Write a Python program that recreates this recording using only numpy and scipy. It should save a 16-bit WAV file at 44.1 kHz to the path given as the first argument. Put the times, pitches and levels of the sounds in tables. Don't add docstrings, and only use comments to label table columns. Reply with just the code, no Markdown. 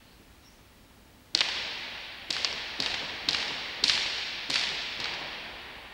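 import sys
import numpy as np
from scipy import signal
from scipy.io import wavfile

SR = 44100
rng = np.random.default_rng(int(sys.argv[2]) if len(sys.argv) > 2 else 0)


def convert_level_to_amplitude(level_db):
    exponent = np.asarray(level_db, float) / 20
    return 10 ** exponent


def to_wav(s):
    ch = np.atleast_2d(s).T
    pcm = np.round(np.clip(ch, -1, 1) * 32767)
    wavfile.write(sys.argv[1], SR, pcm.astype(np.int16))


N = 261513

# crack start in seconds, crack level in dB, first touch level in dB,
# slab reflection delay in ms, its level in dB.
HITS = [
    (1.3504, -1.6, -18.7, 1.4, -14.5),
    (2.3065, -11.7, -21.5, 2.5, -11.0),
    (2.8031, -9.8, -19.8, 3.0, -18.6),
    (3.289, -5.5, -11.9, 3.1, -9.9),
    (3.8402, -3.1, -12.3, 3.0, -7.0),
    (4.5024, -18.4, -17.1, 2.8, -13.5),
    (5.0027, -19.9, -23.9, 2.9, -19.7),
]
# thump level in dB, thump pitch in Hz, far thump level in dB, slap level in dB,
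# edge level relative to crack in dB.
HIT_WEIGHTS = [(-34, 290, -46, -25.5, -19), (-36.5, 280, -43, -27, -18), (-31, 255, -37, -31, -25),
               (-32, 270, -38, -30, -27), (-33, 270, -42, -26, -23), (-34, 270, -38, -25, -13),
               (-35.5, 230, -39, -29, -23)]
# delay in ms, level in dB, level of its return across the court in dB,
# stray echo level in dB, slap pitch in Hz.
LONG_WALL = [(57.3, -4.9, -21, -24, 805), (60.2, -20.8, -24, -28, 1530), (58.8, -13.4, -17.8, -28, 818),
             (58.1, -11.9, -22.6, -19, 1470), (56.9, -5.1, -17.2, -18, 1510), (55.3, -13.3, -21, -17, 1420),
             (54.5, -21.5, -26.3, -30, 1400)]

ACROSS_MS, TOUCH_LEAD_MS, SLAP_LEAD_MS = 80.1, 1.9, 1.6


def at_hz(points, hz):
    points = np.array(points)
    return np.interp(np.log(hz), np.log(points[:, 0]), points[:, 1])


def resonate(x, hz, width_hz, count=1):
    r = np.exp(-np.pi * width_hz / SR)
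    b = [(1 - r * r) / 2, 0, (r * r - 1) / 2]
    a = [1, -2 * r * np.cos(2 * np.pi * hz / SR), r * r]
    for _ in range(count):
        x = signal.lfilter(b, a, x)
    return x


def dull(x, hz):
    sos = signal.butter(4, min(hz, 20000), fs=SR, output="sos")
    return signal.sosfilt(sos, x)


def peak_one(x):
    return x / np.abs(x).max()


def add(out, s, sound):
    i = round(s * SR)
    out[i:i + len(sound)] += sound[:N - i]


def cracks():
    out, t = np.zeros(N), np.arange(800) / SR
    click = 1. * (t == 0)
    body = resonate(click, 1200, 1500, count=2) - 1.3 * resonate(click, 2600, 1200, count=2)
    body = peak_one(dull(body, 4500))
    edge = peak_one(dull(resonate(click, 7600, 3300, count=2), 10300))
    paths = arrivals()
    roughs = dull(rng.standard_normal((len(paths), len(t))), 5900)
    for (s, db, hz, body_db, edge_db, scatter_db), rough in zip(paths, roughs):
        shell = peak_one(resonate(dull(click, 6000), hz, 2200, count=3))
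        wake = resonate(rough, .9 * hz, 3500, count=2) + convert_level_to_amplitude(body_db + 7) * resonate(rough, 1900, 2200)
        wake = convert_level_to_amplitude(scatter_db + 11) * wake * (1 - np.exp(-t / .0007)) * np.exp(-t / .004)
        crack = shell + convert_level_to_amplitude(body_db - .6) * body + convert_level_to_amplitude(edge_db - 1.5) * edge + wake
        add(out, s - .0005, convert_level_to_amplitude(db - .6) * crack)
    return out


def arrivals():
    # side wall delay in ms, level in dB,
    # roof delay in ms, level in dB.
    near_surfaces = [(25.3, -14.4, 39.8, -13.8), (21.5, -16.9, 41.2, -22.6), (20.8, -14.7, 42.1, -25),
                     (20.9, -15.9, 42.7, -11.2), (12.2, -18.1, 41.7, -8.5), (11.3, -18.3, 40.7, -13.6),
                     (11.1, -28, 40.8, -14.3)]
    # delay in ms, relative level in dB.
    stray_echoes = [(22.5, -1), (38.5, 1), (56.1, -.6), (133, -4)]
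    # start in seconds,
    # peak level in dB, crack pitch in Hz, body relative level in dB, edge relative level in dB.
    loose_arrivals = [(2.4471, -6.6, 4700, -9.7, -40), (2.449, -15.4, 4530, -13, -32),
                      (2.5285, -21, 4940, -13.6, -40), (3.2992, -17.2, 3240, -12.8, -36),
                      (3.89, -18.1, 4870, -12.8, -5.3), (1.6274, -23.7, 3130, -18, -40)]
    # crack pitch in Hz, body rel dB, edge shift dB, scatter rel dB
    touch, direct, slab = (3750, -9.5, 6, -20), (4300, -12, 1.1, -22), (4050, -12, -1, -22)
    side, roof, wall = (4600, -22, 3, -18), (4150, -22, 3.5, -21), (4150, -4, 1.5, -22)
    back, stray, second_face = (3900, -5, 1.5, -16), (4200, -11, 3, -17), (3350, -6, -6, -26)
    # later by ms, rel dB
    slab_twin, roof_twin, back_twin, wall_twin = (1.9, -13), (3.1, -12), (3.1, -5), (1.7, 5)
    spread_db, spread_pitch = 1.5, .04
    body_loss_per_db = .35
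    air_db_per_ms, touch_trim_db = .09, -1.6
    rows = []
    for hit, weight, near, far in zip(HITS, HIT_WEIGHTS, near_surfaces, LONG_WALL):
        s, db, touch_db, slab_ms, slab_db = hit
        side_ms, side_db, roof_ms, roof_db = near
        wall_ms, wall_db, return_db, stray_db, _ = far
        paths = [(-TOUCH_LEAD_MS, touch_db + touch_trim_db, touch),
                 (0, db, direct),
                 (slab_ms, slab_db, slab),
                 (side_ms, side_db, side),
                 (roof_ms, roof_db, roof),
                 (wall_ms, wall_db, wall),
                 (wall_ms + ACROSS_MS, return_db, back)]
        twins = zip([paths[k] for k in (2, 4, 6)], [slab_twin, roof_twin, back_twin])
        paths += [(ms + later, level + loss, colour) for (ms, level, colour), (later, loss) in twins]
        paths += [(wall_ms + wall_twin[0], stray_db + wall_twin[1], second_face)]
        paths += [(wall_ms + later, stray_db + loss, stray) for later, loss in stray_echoes]
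        chance = rng.standard_normal((len(paths), 3))
        for (ms, level, (hz, body_db, edge_db, scatter_db)), (a, b, c) in zip(paths, chance):
            path_hz = hz * (1 + spread_pitch * a)
            path_body_db = min(body_db - body_loss_per_db * (level + 13) + spread_db * b, 0)
            path_edge_db = weight[-1] + edge_db - air_db_per_ms * ms + spread_db * c
            rows.append((s + ms / 1000, level, path_hz, path_body_db, path_edge_db, scatter_db))
    return rows + [(*row, -21) for row in loose_arrivals]


def snaps():
    snap_db, snap_hz, snap_s = -39.5, 6500, .0045
    out, t = np.zeros(N), np.arange(600) / SR
    sos = signal.butter(2, snap_hz, "high", fs=SR, output="sos")
    for (s, _, touch_db, *_), rough in zip(HITS, rng.standard_normal((len(HITS), len(t)))):
        burst = signal.sosfilt(sos, resonate(rough, 8500, 4500)) * np.exp(-(t / snap_s) ** 2)
        add(out, s - TOUCH_LEAD_MS / 1000, convert_level_to_amplitude(snap_db + .3 * (touch_db + 18)) * peak_one(burst))
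    return out


def thumps():
    out, t = np.zeros(N), np.arange(5000) / SR
    thuds, slaps = low_echoes()
    for (s, db, hz, t60), rough in zip(thuds, rng.standard_normal((len(thuds), len(t)))):
        push = (t == 0) + .09 * rough * np.exp(-t / .022)
        slab = peak_one(resonate(push, hz, 11.0 / t60, count=2))
        deep = peak_one(resonate(push, .52 * hz, 80, count=3))
        knock = peak_one(resonate(push, 1.8 * hz, 350, count=2))
        knock = np.roll(knock, round(.008 * SR))
        add(out, s, convert_level_to_amplitude(db + .1) * (slab + .3 * deep + .6 * knock))
    for (s, db, hz), rough in zip(slaps, rng.standard_normal((len(slaps), len(t)))):
        push = (t == 0) + .1 * rough * np.exp(-t / .004)
        add(out, s + .0006, convert_level_to_amplitude(db - 2.5) * peak_one(resonate(push, hz, 450, count=2)))
    return out


def low_echoes():
    thump_lead_ms, thump_t60_s = 11.1, .075
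    far_lead_ms, far_hz, far_t60_s = 3.1, 300, .05
    near_slap_hz, wall_slap_db, return_slap_db, second_slap_db = 880, 2.8, -1.2, -3
    thuds, slaps = [(.197, -50, 220, .08)], []
    for hit, weight, far in zip(HITS, HIT_WEIGHTS, LONG_WALL):
        s, wall_ms, wall_slap_hz = hit[0], far[0], far[-1]
        db, hz, far_db, slap_db, _ = weight
        wall_s = s + (wall_ms - SLAP_LEAD_MS) / 1000
        across_s = ACROSS_MS / 1000
        thuds += [(s - thump_lead_ms / 1000, db, hz, thump_t60_s),
                  (wall_s + 2 * across_s - far_lead_ms / 1000, far_db, far_hz, far_t60_s)]
        slaps += [(s - SLAP_LEAD_MS / 1000, slap_db - 1.5, near_slap_hz),
                  (wall_s, slap_db + wall_slap_db, wall_slap_hz),
                  (wall_s + across_s, slap_db + return_slap_db, 1.1 * near_slap_hz),
                  (wall_s + 2 * across_s, slap_db + second_slap_db, near_slap_hz)]
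    return thuds, slaps


def ribs():
    # start in seconds, level in dB, start pitch in Hz, end pitch in Hz,
    # length in seconds.
    rib_chirps = [(1.409, -15, 4200, 1900, .011), (2.448, -21, 5000, 2300, .009),
                  (2.863, -24, 4000, 2200, .008), (3.348, -19, 3400, 2500, .005),
                  (3.898, -17, 4200, 2500, .007), (4.559, -22, 3600, 2000, .006)]
    out = np.zeros(N)
    roughs = rng.standard_normal((len(rib_chirps), 1200))
    for (s, db, start_hz, end_hz, length_s), rough in zip(rib_chirps, roughs):
        u = np.linspace(0, 1, round(length_s * SR))
        pitch_hz = end_hz + (start_hz - end_hz) * (1 - u) ** 1.6
        phase = 2 * np.pi * np.cumsum(pitch_hz) / SR
        uneven = 1 + 2.5 * resonate(rough, 500, 900)[-len(u):]
        swell = np.sin(np.pi * u ** .6) ** .7
        add(out, s, convert_level_to_amplitude(db - 3) * dull(np.sin(phase) * uneven * swell, 5200))
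    return out


def hall():
    # start in seconds, tail level in dB, brightness in dB per octave,
    # bass in dB, build-up in seconds.
    tail_feeds = [(-1.5, -40.5, 2.5, -3, .05), (1.35, -30.3, -.3, -1.5, .075), (2.306, -33.5, .1, 2.1, .04),
                  (2.445, -40, -3, -8, .03), (2.802, -33, -1.3, 3, .05), (3.288, -31.3, -.8, .1, .05),
                  (3.839, -28, 1.8, -2.2, .05), (4.502, -30, .8, .1, .04), (5.002, -37, -4.5, .1, .05)]
    # frequency in Hz, density in dB per Hz.
    tail_spectrum = [(40, -14), (160, -8), (320, -7), (600, -5.5), (900, -4), (1320, -7.8), (1900, .8),
                     (2600, 2.2), (3500, 2.6), (4500, 2.4), (5300, -3.5), (6300, -13), (7500, -16.5),
                     (9300, -23.3), (11500, -35), (15000, -50)]
    # frequency in Hz, T60 in seconds.
    hall_t60 = [(60, 2.5), (150, 3.4), (300, 4.2), (700, 5.2), (1800, 5.), (3000, 3.9), (5000, 2.35),
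                (8000, 1.2), (13000, .65)]
    # frequency in Hz, density in dB per Hz.
    floor_spectrum = [(25, -10), (36, -14), (55, -3), (120, -14), (230, -12), (450, -19), (1000, -22),
                      (2500, -25), (4500, -28), (6500, -34), (10000, -36), (16000, -37)]
    # centre in seconds, swell in dB.
    shudders = [(0.01, 2.5), (1.4, 5), (2.89, 9), (3.32, 7), (3.98, 9), (4.6, 4), (5.1, 4), (5.61, 8)]
    floor_db, rumble_base_db, shudder_s = -56, -2.2, .15
    early_share = .06
    out, t = np.zeros(N), np.arange(0, N + 64, 64) / SR
    white = rng.standard_normal((2, N))
    edges = 22 * 2 ** (np.arange(39) / 4)
    widths, centres = np.diff(edges), np.sqrt(edges[1:] * edges[:-1])
    tail_sum = np.sum(convert_level_to_amplitude(at_hz(tail_spectrum, centres)) ** 2 * widths)
    floor_sum = np.sum(convert_level_to_amplitude(at_hz(floor_spectrum, centres)) ** 2 * widths)
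    clumps = signal.lfilter([.6], [1, -.75], rng.standard_normal((len(centres) + 1, len(t))))
    rumble_db = rumble_base_db + sum(db * np.exp(-((t - s) / shudder_s) ** 2) for s, db in shudders)
    for k, hz in enumerate(centres):
        band_db = floor_db + at_hz(floor_spectrum, hz) + rumble_db / (1 + (hz / 110) ** 4)
        power = convert_level_to_amplitude(band_db) ** 2 / floor_sum
        clump = .8 * clumps[-1] + .6 * clumps[k]
        for s, db, bright_db, bass_db, build_s in tail_feeds:
            age = np.maximum(t - s, 0)
            colour_db = at_hz(tail_spectrum, hz) + bright_db * np.log2(max(hz, 1000) / 3000)
            colour_db += bass_db / (1 + (hz / 350) ** 2)
            rise = 1 - np.exp(-(age / max(build_s, .005) * (hz / 3000) ** .25) ** 1.3)
            rise = np.where(age > 0, early_share / (1 + (4200 / hz) ** 4) + rise, 0)
            fall = convert_level_to_amplitude(-60 * age / at_hz(hall_t60, hz)) ** 2
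            fall *= 1 + .45 * np.exp(-age / .12)
            grain = convert_level_to_amplitude(3.5 * clump * np.exp(-age / .25))
            power = power + convert_level_to_amplitude(db + colour_db) ** 2 / tail_sum * rise * fall * grain
        sos = signal.butter(3, edges[k:k + 2], "band", fs=SR, output="sos")
        level = np.interp(np.arange(N) / SR, t, np.sqrt(power * SR / 2))
        out += signal.sosfilt(sos, white[k % 2]) * level
    return out


def background():
    # frequency in Hz, rms level in dB.
    hum_lines = [(28, -72), (50, -68), (63, -69), (99, -69), (250, -70), (880, -77), (15575, -92),
                 (15625, -77), (15675, -92)]
    # centre in seconds, level in dB, pitch in Hz, width in Hz, half length in seconds.
    shoe_squeaks = [(.47, -63, 5550, 350, .03), (.53, -76, 5600, 1500, .09), (.45, -67, 3900, 500, .02),
                    (.12, -70, 4200, 900, .08)]
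    t = np.arange(N) / SR
    out = sum(convert_level_to_amplitude(db + 3) * np.sin(2 * np.pi * hz * t) for hz, db in hum_lines)
    white = rng.standard_normal(N)
    for s, db, hz, width_hz, half_s in shoe_squeaks:
        out += convert_level_to_amplitude(db + 20) * resonate(white, hz, width_hz, count=2) * np.exp(-((t - s) / half_s) ** 2)
    return out


def scene():
    mono = cracks() + snaps() + thumps() + ribs() + hall() + background()
    return np.tile(mono, (2, 1))


def roll_off(x):
    return signal.sosfilt(signal.butter(12, 16800, fs=SR, output="sos"), x)


def record(dry):
    sos = signal.ellip(12, .3, 60, 15900, fs=SR, output="sos")
    return roll_off(signal.sosfilt(sos, dry))


dry = scene()
out = record(dry)
to_wav(out)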